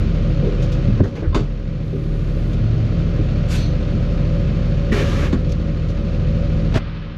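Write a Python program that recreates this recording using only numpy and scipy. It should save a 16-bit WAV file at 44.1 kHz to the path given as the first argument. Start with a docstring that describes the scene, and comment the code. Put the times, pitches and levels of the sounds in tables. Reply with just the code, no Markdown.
"""A heavy forklift's six-cylinder diesel idles throughout, just outside the open door of a cabin: firing-locked
tones and noise bursts. A wavering tone groans as the machine rolls to a stop, with thuds and rattles of decaying
modes and noise, and a steel clank. A thin noise hiss follows, then a spit of air with a whistling tail, and a
barking gush that eases to a rush. The driver steps down with a knock and scuffs. At last a hand bumps and half
covers the microphone. The recorder's gain ducks after loud blows."""
import sys
import numpy as np
from scipy import signal
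from scipy.fft import rfft, irfft, next_fast_len
from scipy.io import wavfile
from scipy.ndimage import minimum_filter1d

SR = 44100
rng = np.random.default_rng(int(sys.argv[2]) if len(sys.argv) > 2 else 0)


def transcribe(signal):
    """Save signal, clipped to [-1, 1], as a 16-bit WAV file at the path in sys.argv[1]."""
    frames = np.atleast_2d(signal).T
    limited = np.clip(frames, -1, 1)
    pcm = np.round(limited * 32767).astype(np.int16)
    wavfile.write(sys.argv[1], SR, pcm)


N = 316197
TIME = np.arange(N) / SR


def from_db(db):
    """Decibels to amplitude gain."""
    return 10 ** (np.asarray(db) / 20)


def rms_one(x):
    """Scale to unit rms."""
    return x / np.sqrt(np.mean(x ** 2) + 1e-20)


def in_time(rows):
    """Interpolate a curve's columns at every sample."""
    seconds, *columns = np.transpose(rows)
    return [np.interp(TIME, seconds, column) for column in columns]


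def drift(rate_hz):
    """Slow random curve through normal draws, rate_hz of them a second."""
    return np.interp(TIME * rate_hz, np.arange(2000), rng.standard_normal(2000))


def lift(hz, mode):
    """Gain in dB of a resonance; it halves at half_width_hz from the centre."""
    centre_hz, half_width_hz, peak_db = mode
    return peak_db / (1 + ((hz - centre_hz) / half_width_hz) ** 2)


def lowpass(x, top_hz):
    """Third-order low-pass."""
    return signal.sosfilt(signal.butter(3, top_hz, fs=SR, output="sos"), x)


def coloured(x, spectrum, modes=(), echo=0):
    """Give a signal a spectrum, resonances and the comb of close wall echoes; rms 1."""
    spectrum_hz, spectrum_db = np.transpose(spectrum)
    size = next_fast_len(N)
    bins_hz = np.maximum(np.fft.rfftfreq(size, 1 / SR), 1)
    gain_db = np.interp(np.log(bins_hz), np.log(spectrum_hz), spectrum_db)
    gain_db = gain_db + sum(lift(bins_hz, mode) for mode in modes)
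    walls = np.zeros(size)
    walls[0] = 1
    delays_s = rng.uniform(.002, .022, 10)
    walls[(delays_s * SR).astype(int)] = echo * rng.choice([-1, 1], 10)
    return rms_one(irfft(rfft(x, size) * from_db(gain_db) * rfft(walls), size)[:N])


def noise(spectrum, modes=()):
    """Coloured noise of rms 1 with wall echoes."""
    return coloured(rng.standard_normal(N), spectrum, modes, echo=0.15)


def dying(start_s, t60_s, rise_s):
    """Envelope of a blow: exponential rise times an even decay in dB."""
    age = np.maximum(TIME - start_s, 0)
    return (1 - np.exp(-age / rise_s)) * from_db(-np.minimum(60 * age / t60_s, 200))


def add_mode(out, start_s, hz, db, t60_s):
    """Add one struck mode; it builds up within its first cycle."""
    at = int(start_s * SR)
    age = TIME[:min(int(2 * t60_s * SR), N - at)]
    build = 1 - np.exp(-3 * hz * age)
    decay = from_db(db - 60 * age / t60_s)
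    out[at:at + len(age)] += build * decay * np.sin(2 * np.pi * hz * age)


def swell(shape, spectrum, flutter_db=0, modes=()):
    """Turbulent noise that builds up, holds and dies away."""
    start_s, attack_s, hold_s, t60_s, level_db = shape
    rise = np.clip((TIME - start_s) / attack_s, 0, 1) ** 2
    fall_db = np.clip(60 * (TIME - start_s - attack_s - hold_s) / t60_s, 0, 200)
    level = from_db(level_db - fall_db + flutter_db * drift(120))
    return rise * level * noise(spectrum, modes)


def contact_clicks(per_s):
    """Random clicks of either sign: tiny contacts between loose parts."""
    return rng.choice([-1, 1], N) * (rng.random(N) < per_s / SR)


# Standing waves of cabin and panels. Each row: centre in Hz, half width in Hz, lift in dB.
CABIN_MODES = [(110.7, 2.24, 11), (161, 14, 3.5), (504, 8.9, 10.5), (559.2, 7.3, 9)]


def tones(turns, rpm, orders, waver, waver_hz):
    """Sines locked to the crankshaft; each wavers, and swells as it crosses a standing wave."""
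    out = np.zeros(N)
    for order, db in orders:
        hz = order * rpm / 60
        # a different delay per order merges the firings into a smooth throb
        delay_cycles = .183 * order ** 2
        phase = 2 * np.pi * (order * turns - delay_cycles) + waver * drift(waver_hz)
        swell_db = sum(lift(hz, mode) for mode in CABIN_MODES)
        level = from_db(db + swell_db) * (1 + waver * drift(waver_hz))
        out += level * np.sqrt(2) * np.sin(phase)
    return out


# Relative strength of each cylinder's firing in dB, in firing order.
CYLINDERS = [0.94, 0.21, -0.7, 0.48, -0.068, -0.26]


def firings(turns, repeat, fade, depth):
    """A noise burst per firing: part repeats with every two-turn cycle, part is new each time."""
    cycle, stroke = turns / 2 % 1, turns * 3
    number = stroke.astype(int)
    chance_db = 0.2 * rng.standard_normal(number[-1] + 1)
    strength = from_db(np.array(CYLINDERS)[number % len(CYLINDERS)] + chance_db[number])
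    pattern = rng.standard_normal(6000)
    same = pattern[(cycle * len(pattern)).astype(int)]
    grain = np.sqrt(repeat) * same + np.sqrt(1 - repeat) * rng.standard_normal(N)
    # fade: decay in strokes; depth: share of the noise that decays
    return grain * strength * (1 - depth + depth * np.exp(-(stroke % 1) / fade))


# Boom level. Each row: time in seconds, relative level in dB.
BOOM_LEVEL = [(0, 0.5), (1.0, 1), (1.12, -6), (1.2, -3), (1.28, 5.5), (1.4, 1), (1.47, 6), (1.99, -3.5),
              (2.1, 7.5), (2.35, 2.5), (2.65, 5), (2.78, -1), (3.0, -0.5), (3.4, -1), (7.17, 0)]
# Lowest cabin resonance, met by the firing rate at idle: centre in Hz, half width in Hz, lift in dB.
BOOM_MODE = (40.1, 1.9, 5.25)


def boom(turns, rpm):
    """A sine at the firing rate, three per turn, lifted by the cabin's lowest resonance."""
    firing_hz = 3 * rpm / 60
    level_db, = in_time(BOOM_LEVEL)
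    unsteady_db = .6 * drift(12)
    gain = from_db(level_db + lift(firing_hz, BOOM_MODE) + unsteady_db)
    return gain * np.cos(2 * np.pi * 3 * turns)


# Low tones of exhaust and belt-driven parts. Each row: multiple of crank speed, relative level in dB.
EXHAUST_ORDERS = [(4, -17), (7, -16), (7.8, -10.5), (8.8, -15), (9, -17), (10, -16), (10.3, -14),
                  (11, -15.5), (13, -17), (15.6, -20), (16, -23), (17, -22), (22, -21.5)]
# Low throb. Each row: multiple of crank speed, relative level in dB.
THROB_ORDERS = [(5, -8.5), (6, -8.5)]
# Throb level. Each row: time in seconds, relative level in dB.
THROB_LEVEL = [(0, 3), (.45, -7), (.8, -3), (1.15, -7), (1.6, -3), (2.7, -0.5), (3.4, .5), (4.6, -1),
               (5.5, 3), (7.17, -1)]
# Drone at four times the firing rate. Each row: multiple of crank speed, relative level in dB.
DRONE_ORDERS = [(12, -9.5)]
# Drone level. Each row: time in seconds, relative level in dB.
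DRONE_LEVEL = [(0, -2.5), (1.55, -5.5), (1.68, 3.5), (1.9, 3.5), (2.1, 4), (2.4, -3.5), (2.75, -17),
               (2.98, 3), (3.3, -4.5), (4.1, -1), (5.1, -1.5), (7.17, 1)]
# Spectrum of the puffs. Each row: frequency in Hz, relative level in dB.
EXHAUST_SPECTRUM = [(15, -12), (45, -0.5), (75, -2.5), (105, 0.5), (140, 4), (170, 1.5), (187, -7.5),
                    (212, 2), (260, -12.5), (400, -64.5), (2000, -100)]


def exhaust(turns, rpm):
    """Crank-locked hum, throb and drone, with a noise puff per firing."""
    hum = tones(turns, rpm, EXHAUST_ORDERS, waver=.19, waver_hz=6)
    throb_db, = in_time(THROB_LEVEL)
    throb = from_db(throb_db) * tones(turns, rpm, THROB_ORDERS, waver=.17, waver_hz=6)
    drone_db, = in_time(DRONE_LEVEL)
    drone = from_db(drone_db) * tones(turns, rpm, DRONE_ORDERS, waver=.19, waver_hz=6)
    puffs = coloured(firings(turns, repeat=0.21, fade=0.68, depth=0.5), EXHAUST_SPECTRUM)
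    return hum + throb + drone + from_db(-6.4) * puffs


# Tones of panels and pumps. Each row: multiple of crank speed, relative level in dB.
PANEL_ORDERS = [(18, -9.5), (19.5, -13), (23, -13), (24, -19), (26, -13.5), (29, -13), (30, -17),
                (38, -16.5), (41.7, -27.5), (42, -17.5), (43.4, -16.5), (46, -19.5)]
# Spectrum of the shaking. Each row: frequency in Hz, relative level in dB.
PANEL_SPECTRUM = [(180, -32.5), (235, -8), (310, 6.5), (370, 0), (440, -1), (510, 0.5), (580, -4.5),
                  (640, -7.5), (740, -9.5), (850, -22), (1200, -62.5), (4000, -100)]
# Panel resonances, fixed at any speed. Each row: centre in Hz, half width in Hz, lift in dB.
SINGING_MODES = [(490, 7.8, 4), (563, 6.4, 6), (567, 4, 4.5)]


def panels(turns, rpm):
    """Crank-locked tones of panels and pumps, plus firing noise ringing the panels."""
    shake = coloured(firings(turns, repeat=0.24, fade=0.65, depth=0.093), PANEL_SPECTRUM, SINGING_MODES)
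    return tones(turns, rpm, PANEL_ORDERS, waver=0.3, waver_hz=8) + from_db(-1.0) * shake


# Spectrum of the clatter. Each row: frequency in Hz, relative level in dB.
CLATTER_SPECTRUM = [(400, -8.5), (800, -7), (1000, -2.5), (1350, 0.5), (1800, -5), (2600, -4.5),
                    (3600, -9.5), (4400, -11.5), (5300, -16.5), (6750, -21), (7200, -28), (8200, -36.5),
                    (12000, -41.5), (14500, -71)]
# Engine block resonances. Each row: centre in Hz, half width in Hz, lift in dB.
BLOCK_MODES = [(1106, 17, 1), (1195, 34, 0.5), (1960, 30, 0.5), (2480, 27, 2), (3100, 37, 2),
               (3670, 36, 4.5), (4340, 98, 2.5)]


def clatter(turns):
    """Knocking noise bursts, one per firing, ring the engine block."""
    knocks = firings(turns, repeat=.35, fade=.4, depth=.3)
    return coloured(knocks, CLATTER_SPECTRUM, BLOCK_MODES, echo=0.085)


# Crankshaft speed, hunting until it settles at idle. 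Each row: time in seconds, speed in rpm.
SPEED = [(0.0, 810), (0.12, 813), (0.35, 793.2), (0.6, 801.7), (0.82, 782.4), (1.0, 819.5), (1.18, 754),
         (1.38, 843.5), (1.55, 792), (1.72, 795), (1.9, 762.5), (2.25, 774), (2.5, 825.3), (2.74, 862.4),
         (2.92, 838.8), (3.2, 814.6), (4.2, 805.2), (5.1, 799.4), (7.17, 799.7)]
BOOM_DB, EXHAUST_DB, PANEL_DB, CLATTER_DB = -23, -18.5, -32, -40.5
# hand over the microphone: level change per voice, then a growing loss; the clatter is low-passed
COVER_AT_S, COVER_TAKES_S = 6.755, .03
COVER_BOOM_DB, COVER_EXHAUST_DB, COVER_PANEL_DB, COVER_CLATTER_DB = -6.5, -6, -6.5, 2.5
COVER_DB_PER_S, COVER_TOP_HZ = -11, 4599


def engine():
    """Three firings a turn boom, puff, shake panels and rattle the block; at last a hand muffles them."""
    rpm, = in_time(SPEED)
    turns = np.cumsum(rpm) / SR / 60
    since_cover_s = np.maximum(TIME - COVER_AT_S, 0)
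    covered = np.minimum(since_cover_s / COVER_TAKES_S, 1)
    block = clatter(turns)
    block = block * (1 - covered) + lowpass(block, COVER_TOP_HZ) * covered
    voices = [(boom(turns, rpm), BOOM_DB, COVER_BOOM_DB),
              (exhaust(turns, rpm), EXHAUST_DB, COVER_EXHAUST_DB),
              (panels(turns, rpm), PANEL_DB, COVER_PANEL_DB),
              (block, CLATTER_DB, COVER_CLATTER_DB)]
    mix = sum(from_db(db + cover_db * covered) * voice for voice, db, cover_db in voices)
    return from_db(COVER_DB_PER_S * since_cover_s) * mix


# Running gear. Each row: time in seconds, pitch in Hz, level in dB.
GROAN = [(.33, 147.7, -50), (.42, 144.4, -19.5), (.53, 130.7, -28), (.68, 131.4, -32), (.8, 127, -33),
         (.9, 117, -18.5), (.99, 101.7, -16), (1.06, 95, -15), (1.14, 94, -59)]
GROAN_WAVER = 0.091   # radians of phase, and share of level


def groan():
    """A low, wavering sine that sinks as the machine rolls to a stop."""
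    hz, db = in_time(GROAN)
    phase = 2 * np.pi * np.cumsum(hz) / SR + GROAN_WAVER * drift(30)
    return from_db(db) * (1 + GROAN_WAVER * drift(34)) * np.sqrt(2) * np.sin(phase)


# Dull blows. Each row: start in seconds, level in dB, pitch in Hz, t60 in seconds, overtone in dB re the pitch.
THUDS = [(.428, -22, 375, 0.46, -10), (.43, -22, 418, 0.51, -17), (.432, -19, 193, .3, -9),
         (.872, -11, 101, 0.23, -12), (0.884, -8.5, 195, 0.17, -6.5), (1.003, -12, 448, 0.066, -5),
         (1.006, -5.5, 277, 0.054, 2.5), (1.005, 2.5, 87, 0.13, -8), (1.016, 1, 198.6, 0.067, -8),
         (1.032, -11.5, 395, .12, -10), (1.047, -16.5, 238, 0.31, -2), (1.222, -12.5, 319, 0.19, -18),
         (1.228, -16, 494, 0.11, -15), (1.271, -4, 41.4, 0.35, -27), (1.275, 0.5, 83, 0.2, -16),
         (1.352, -9, 319, 0.2, -15.5), (1.352, -13, 407, 0.25, -21.5), (1.363, 1.5, 39.7, 0.2, -11),
         (1.41, -6.5, 137.7, 0.28, -6), (1.93, -17, 391.1, 0.24, -7.5), (1.93, -21, 235, 0.34, -4),
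         (3.19, -16, 313.3, 0.095, -12), (3.19, -12, 110.1, 0.16, -9), (4.921, -9.5, 225.6, 0.073, -2.5),
         (5.331, -6.5, 204, 0.14, -1), (6.762, -2, 91.9, 0.046, -3.5), (6.762, -7.5, 271.9, 0.031, 0.5)]


def thuds():
    """Each dull blow rings a low mode and an overtone just above it."""
    out = np.zeros(N)
    for start_s, db, hz, t60_s, overtone_db in THUDS:
        add_mode(out, start_s, hz, db, t60_s)
        add_mode(out, start_s, hz * 1.25, db + overtone_db, t60_s)
    return out


# Hard blows: the steel clank with lighter knocks around it, and the driver's step down.
# Each row: start in seconds, ring in dB, crack in dB, crack rise in seconds, crack t60 in seconds, crack top in Hz.
HARD_BLOWS = [(1.003, -38, -23, .0014, 0.056, 2000), (1.036, -34, -19.5, .01, 0.46, 980),
              (1.15, -34.5, -17.5, 0.017, 0.5, 2980), (1.326, -24, -33.5, 0.0035, 0.081, 1514),
              (1.345, -10.5, -3, 0.0014, 0.19, 8550), (1.39, -27, -22.5, 0.0016, 0.46, 6000),
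              (5.327, -30, -16, 0.0009, 0.12, 9140)]
# Ringing modes. Each row: frequency in Hz, relative level in dB, t60 in seconds.
RING_MODES = [(550, -10, 0.09), (580, -15, 0.22), (668, -16, 0.13), (970, -9.5, 0.099), (1060, -2.5, 0.1),
              (1110, -9, 0.11), (1300, -14.5, 0.2), (1600, -17, 0.13), (2070, -21.5, 0.2),
              (2530, -26.5, 0.073), (2950, -23, 0.22), (3583, -16.5, .11), (4490, -22.5, 0.2),
              (4797, -23, 0.18)]
# Spectrum of the crack. Each row: frequency in Hz, relative level in dB.
CRACK_SPECTRUM = [(200, 19), (500, 5.5), (1200, 0), (2000, -9.5), (3800, -9), (5500, -17), (6800, -16.5),
                  (8500, -28.5), (12500, -31), (15000, -52)]
STRIKE_SPREAD_DB = 1.5   # of each mode, from blow to blow
CRACK_CONTACTS_PER_S, CONTACT_POWER_SHARE = 1200, .5


def hard_blows():
    """Hard contact: a grainy crack, duller for a softer contact, and the ring of the modes."""
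    contacts = rms_one(contact_clicks(CRACK_CONTACTS_PER_S))
    hiss = rng.standard_normal(N)
    grain = np.sqrt(CONTACT_POWER_SHARE) * contacts + np.sqrt(1 - CONTACT_POWER_SHARE) * hiss
    crack = coloured(grain, CRACK_SPECTRUM, echo=0.11)
    out = np.zeros(N)
    for start_s, ring_db, crack_db, rise_s, t60_s, top_hz in HARD_BLOWS:
        out += from_db(crack_db) * dying(start_s, t60_s, rise_s) * lowpass(crack, top_hz)
        for hz, db, ring_t60_s in RING_MODES:
            mode_db = ring_db + db + rng.normal(0, STRIKE_SPREAD_DB)
            add_mode(out, start_s + rng.uniform(0, 0.0045), hz, mode_db, ring_t60_s)
    return out


# Loose panels. Each row: start in seconds, level in dB, centre in Hz, rise in seconds, t60 in seconds.
RATTLES = [(.42, -23.5, 398, 0.0061, 0.61), (0.989, -34, 1400, .004, 0.16),
           (1.003, -31, 1610, 0.0011, 0.052), (1.034, -21.5, 1450, 0.012, 0.13),
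           (1.034, -20, 416, 0.0057, 0.34), (1.155, -27, 2040, 0.013, 0.17),
           (1.155, -18.5, 377, 0.019, 0.4), (1.227, -22.5, 1500, 0.014, 0.15),
           (1.221, -18.5, 378, 0.0077, 0.28), (1.347, -18.5, 367, 0.003, 0.33),
           (1.9, -24.5, 329, 0.033, 2.2), (3.185, -23, 404.7, 0.0084, 0.16),
           (5.33, -30.5, 1389, 0.0041, 0.2), (5.328, -19, 315, 0.0033, 0.26)]
RATTLE_CONTACTS_PER_S, RATTLE_SPREAD = 900, 1.325   # band: centre / spread to centre * spread


def rattles():
    """A quick, uneven run of small contacts rings one panel and dies away."""
    out = np.zeros(N)
    for start_s, db, hz, rise_s, t60_s in RATTLES:
        band_hz = [hz / RATTLE_SPREAD, hz * RATTLE_SPREAD]
        panel = signal.butter(3, band_hz, "band", fs=SR, output="sos")
        ringing = rms_one(signal.sosfilt(panel, contact_clicks(RATTLE_CONTACTS_PER_S)))
        out += from_db(db) * dying(start_s, t60_s, rise_s) * ringing
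    return out


# Swell: start, attack, hold and t60 in seconds, level in dB.
SPIT_SWELL = (3.465, .052, .04, .27, -31.5)
WHISTLE_SWELL = (3.53, .05, .06, .34, -37.5)
# Spectra. Each row: frequency in Hz, relative level in dB.
SPIT_SPECTRUM = [(300, -34), (1000, 1), (1600, -6), (2400, 1), (4000, -0.5), (6800, -5), (8500, -12),
                 (13000, -19.5), (15500, -36)]
WHISTLE_SPECTRUM = [(1500, -13), (3600, -4), (4350, -1), (5100, -17), (6200, -9), (7200, -33), (13000, -37),
                    (15500, -55)]
# Resonances. Each row: centre in Hz, half width in Hz, lift in dB.
SPIT_MODES = [(1599.4, 139, 9), (2602, 49.7, 7.5), (4500, 67, 0)]
WHISTLE_MODES = [(4130, 45, 8), (4350, 25, 9), (6010, 40, 6), (6300, 80, 4)]


def air_spit():
    """A turbulent spit of air; narrow high resonances whistle in its tail."""
    spit = swell(SPIT_SWELL, SPIT_SPECTRUM, flutter_db=0.5, modes=SPIT_MODES)
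    return spit + swell(WHISTLE_SWELL, WHISTLE_SPECTRUM, modes=WHISTLE_MODES)


# Swells: start, attack, hold and t60 in seconds, level in dB.
GUSH_SWELL = (4.911, .016, .095, .13, -22.8)
RUSH_SWELL = (4.9, .03, .33, .22, -25.3)
BARK_SWELL = (4.912, .008, .014, .1, -28)
SURGE_SWELL = (5.17, .06, .045, .13, -34.5)
# Spectra. Each row: frequency in Hz, relative level in dB.
RUSH_SPECTRUM = [(100, -11.5), (250, 16.5), (550, 5.5), (800, -5.5), (1200, -1.5), (2400, -4), (3500, -7.5),
                 (5000, -12), (6700, -15), (8200, -26.5), (12500, -29), (15000, -46)]
BARK_SPECTRUM = [(900, -19), (1500, -10), (1900, 10), (2200, -18), (3200, -29), (8000, -60)]
SURGE_SPECTRUM = [(600, -19), (1200, -1.5), (1700, 5), (2700, 1.5), (3600, -14), (8000, -35.5),
                  (15000, -67)]
# Resonances. Each row: centre in Hz, half width in Hz, lift in dB.
GUSH_MODES = [(417.8, 24.7, 8.3), (1777, 122, 8.1), (2370, 72, 9.1), (2952, 120, 6)]
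RUSH_MODES = [(572.9, 15, 10.5), (1140, 90, 6.5), (1670, 54, 4.5), (2300, 77, 2.5), (2790, 64, 3)]


def air_gush():
    """Turbulent air opens with a short bark, eases to a rush and surges gently before it shuts."""
    gush = swell(GUSH_SWELL, RUSH_SPECTRUM, modes=GUSH_MODES)
    rush = swell(RUSH_SWELL, RUSH_SPECTRUM, modes=RUSH_MODES)
    bark = swell(BARK_SWELL, BARK_SPECTRUM)
    surge = swell(SURGE_SWELL, SURGE_SPECTRUM)
    return gush + rush + bark + surge


# Swell: start, attack, hold and t60 in seconds, level in dB.
HAND_SWELL = (6.714, .05, .012, .07, -23)
# Spectrum of the rub. Each row: frequency in Hz, relative level in dB.
RUB_SPECTRUM = [(80, 13.5), (350, 2), (650, 10.5), (1000, 1.5), (1800, 2), (3500, -7.5), (6500, -17),
                (8500, -27), (13000, -41), (15500, -42)]
# Slips of the skin. Each row: start in seconds, level in dB.
CATCHES = [(6.742, -23), (6.747, -32), (6.756, -24), (6.762, -18.5), (6.775, -28), (6.778, -42)]
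# Spectrum of the slips. Each row: frequency in Hz, relative level in dB.
CATCH_SPECTRUM = [(200, 9), (700, 10), (1400, -7), (3500, 1), (6000, -8), (8500, -26), (13000, -31),
                  (15500, -37)]
CATCH_T60_S = 0.028


def hand():
    """A fluttering noise rub, and sharp little slips of skin on the microphone's housing."""
    rub = swell(HAND_SWELL, RUB_SPECTRUM, flutter_db=3.0)
    envelope = sum(from_db(db) * dying(start_s, CATCH_T60_S, rise_s=.0003) for start_s, db in CATCHES)
    return rub + envelope * coloured(rng.standard_normal(N), CATCH_SPECTRUM)


# Light scuffs and rattles. Each row: start in seconds, level in dB, t60 in seconds.
SCUFFS = [(.62, -37.5, 0.21), (.718, -39, 0.16), (1.035, -39, 0.37), (1.153, -41.5, 0.31),
          (2.53, -38, 0.062), (5.491, -40, 0.14), (5.519, -29, 0.041), (5.885, -38, 0.067),
          (5.902, -38, 0.049)]
# Spectrum of the scuffs. 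Each row: frequency in Hz, relative level in dB.
SCUFF_SPECTRUM = [(600, -22), (2000, -10.5), (3300, 5), (5000, -2.5), (6500, -3), (8200, -20), (12500, -23),
                  (15000, -36.5)]


def scuffs():
    """Short, bright and slightly grainy noise rubs."""
    envelope = sum(from_db(db) * dying(start_s, t60_s, rise_s=0.0019) for start_s, db, t60_s in SCUFFS)
    grain = from_db(1.5 * drift(200))
    return envelope * grain * noise(SCUFF_SPECTRUM)


# Swell: start, attack, hold and t60 in seconds, level in dB.
LEAK_SWELL = (1.72, .15, .66, .3, -63)
# Spectrum of the hiss. Each row: frequency in Hz, relative level in dB.
LEAK_SPECTRUM = [(5000, -11), (7500, -0.5), (8800, -13), (9800, -7), (11000, -2), (12200, -7), (13500, -13),
                 (15000, -35)]


def air_leak():
    """A thin, faint hiss of leaking air: high, fluttering noise."""
    return swell(LEAK_SWELL, LEAK_SPECTRUM, flutter_db=1.0)


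def scene():
    """Engine, groan, blows, escaping air, scuffs and the hand, summed to one channel."""
    machine_and_blows = engine() + groan() + thuds() + hard_blows() + rattles()
    air = air_spit() + air_gush() + air_leak()
    return (machine_and_blows + air + hand() + scuffs())[None]


def smoothed(x, seconds):
    """One-pole average over the given time."""
    keep = np.exp(-1 / (seconds * SR))
    return signal.lfilter([1 - keep], [1, -keep], x)


# listens above the bass; cuts a share of the excess over the threshold
AGC_THRESHOLD_DB, AGC_SHARE, AGC_ABOVE_HZ = -17, 0.81, 153
AGC_WINDOW_S, AGC_ATTACK_S, AGC_HOLD_S, AGC_RELEASE_S = 0.017, 0.0022, 0.63, 0.48
AGC_AHEAD_S = 0.0033   # the cut is applied this much early


def gain_control(x):
    """Each loud blow quickly turns the gain down; it stays down a moment, then creeps back."""
    highpass = signal.butter(2, AGC_ABOVE_HZ, "high", fs=SR, output="sos")
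    heard = signal.sosfilt(highpass, x)
    level_db = 10 * np.log10(smoothed(heard ** 2, AGC_WINDOW_S) + 1e-12)
    cut_db = np.maximum(AGC_SHARE * (level_db - AGC_THRESHOLD_DB), 1e-6)
    half = int(AGC_HOLD_S * SR / 2)
    # running maximum over the past hold time
    held_db = -minimum_filter1d(-cut_db, 2 * half + 1, origin=half, mode="nearest")
    # the cut in dB decays exponentially unless a larger one arrives
    release = TIME / AGC_RELEASE_S
    released_db = np.exp(np.maximum.accumulate(np.log(held_db) + release) - release)
    gain_db = -np.interp(TIME + AGC_AHEAD_S, TIME, smoothed(released_db, AGC_ATTACK_S))
    return x * from_db(gain_db)


CUTOFF_HZ = 15500


def record(dry):
    """The gain ducks after loud blows, peaks are rounded, the top is cut."""
    rounded = 1.15 * np.tanh(gain_control(dry[0])[None] / 1.15)
    return signal.sosfilt(signal.cheby2(14, 70, CUTOFF_HZ, fs=SR, output="sos"), rounded)


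dry = scene()
out = record(dry)
transcribe(out)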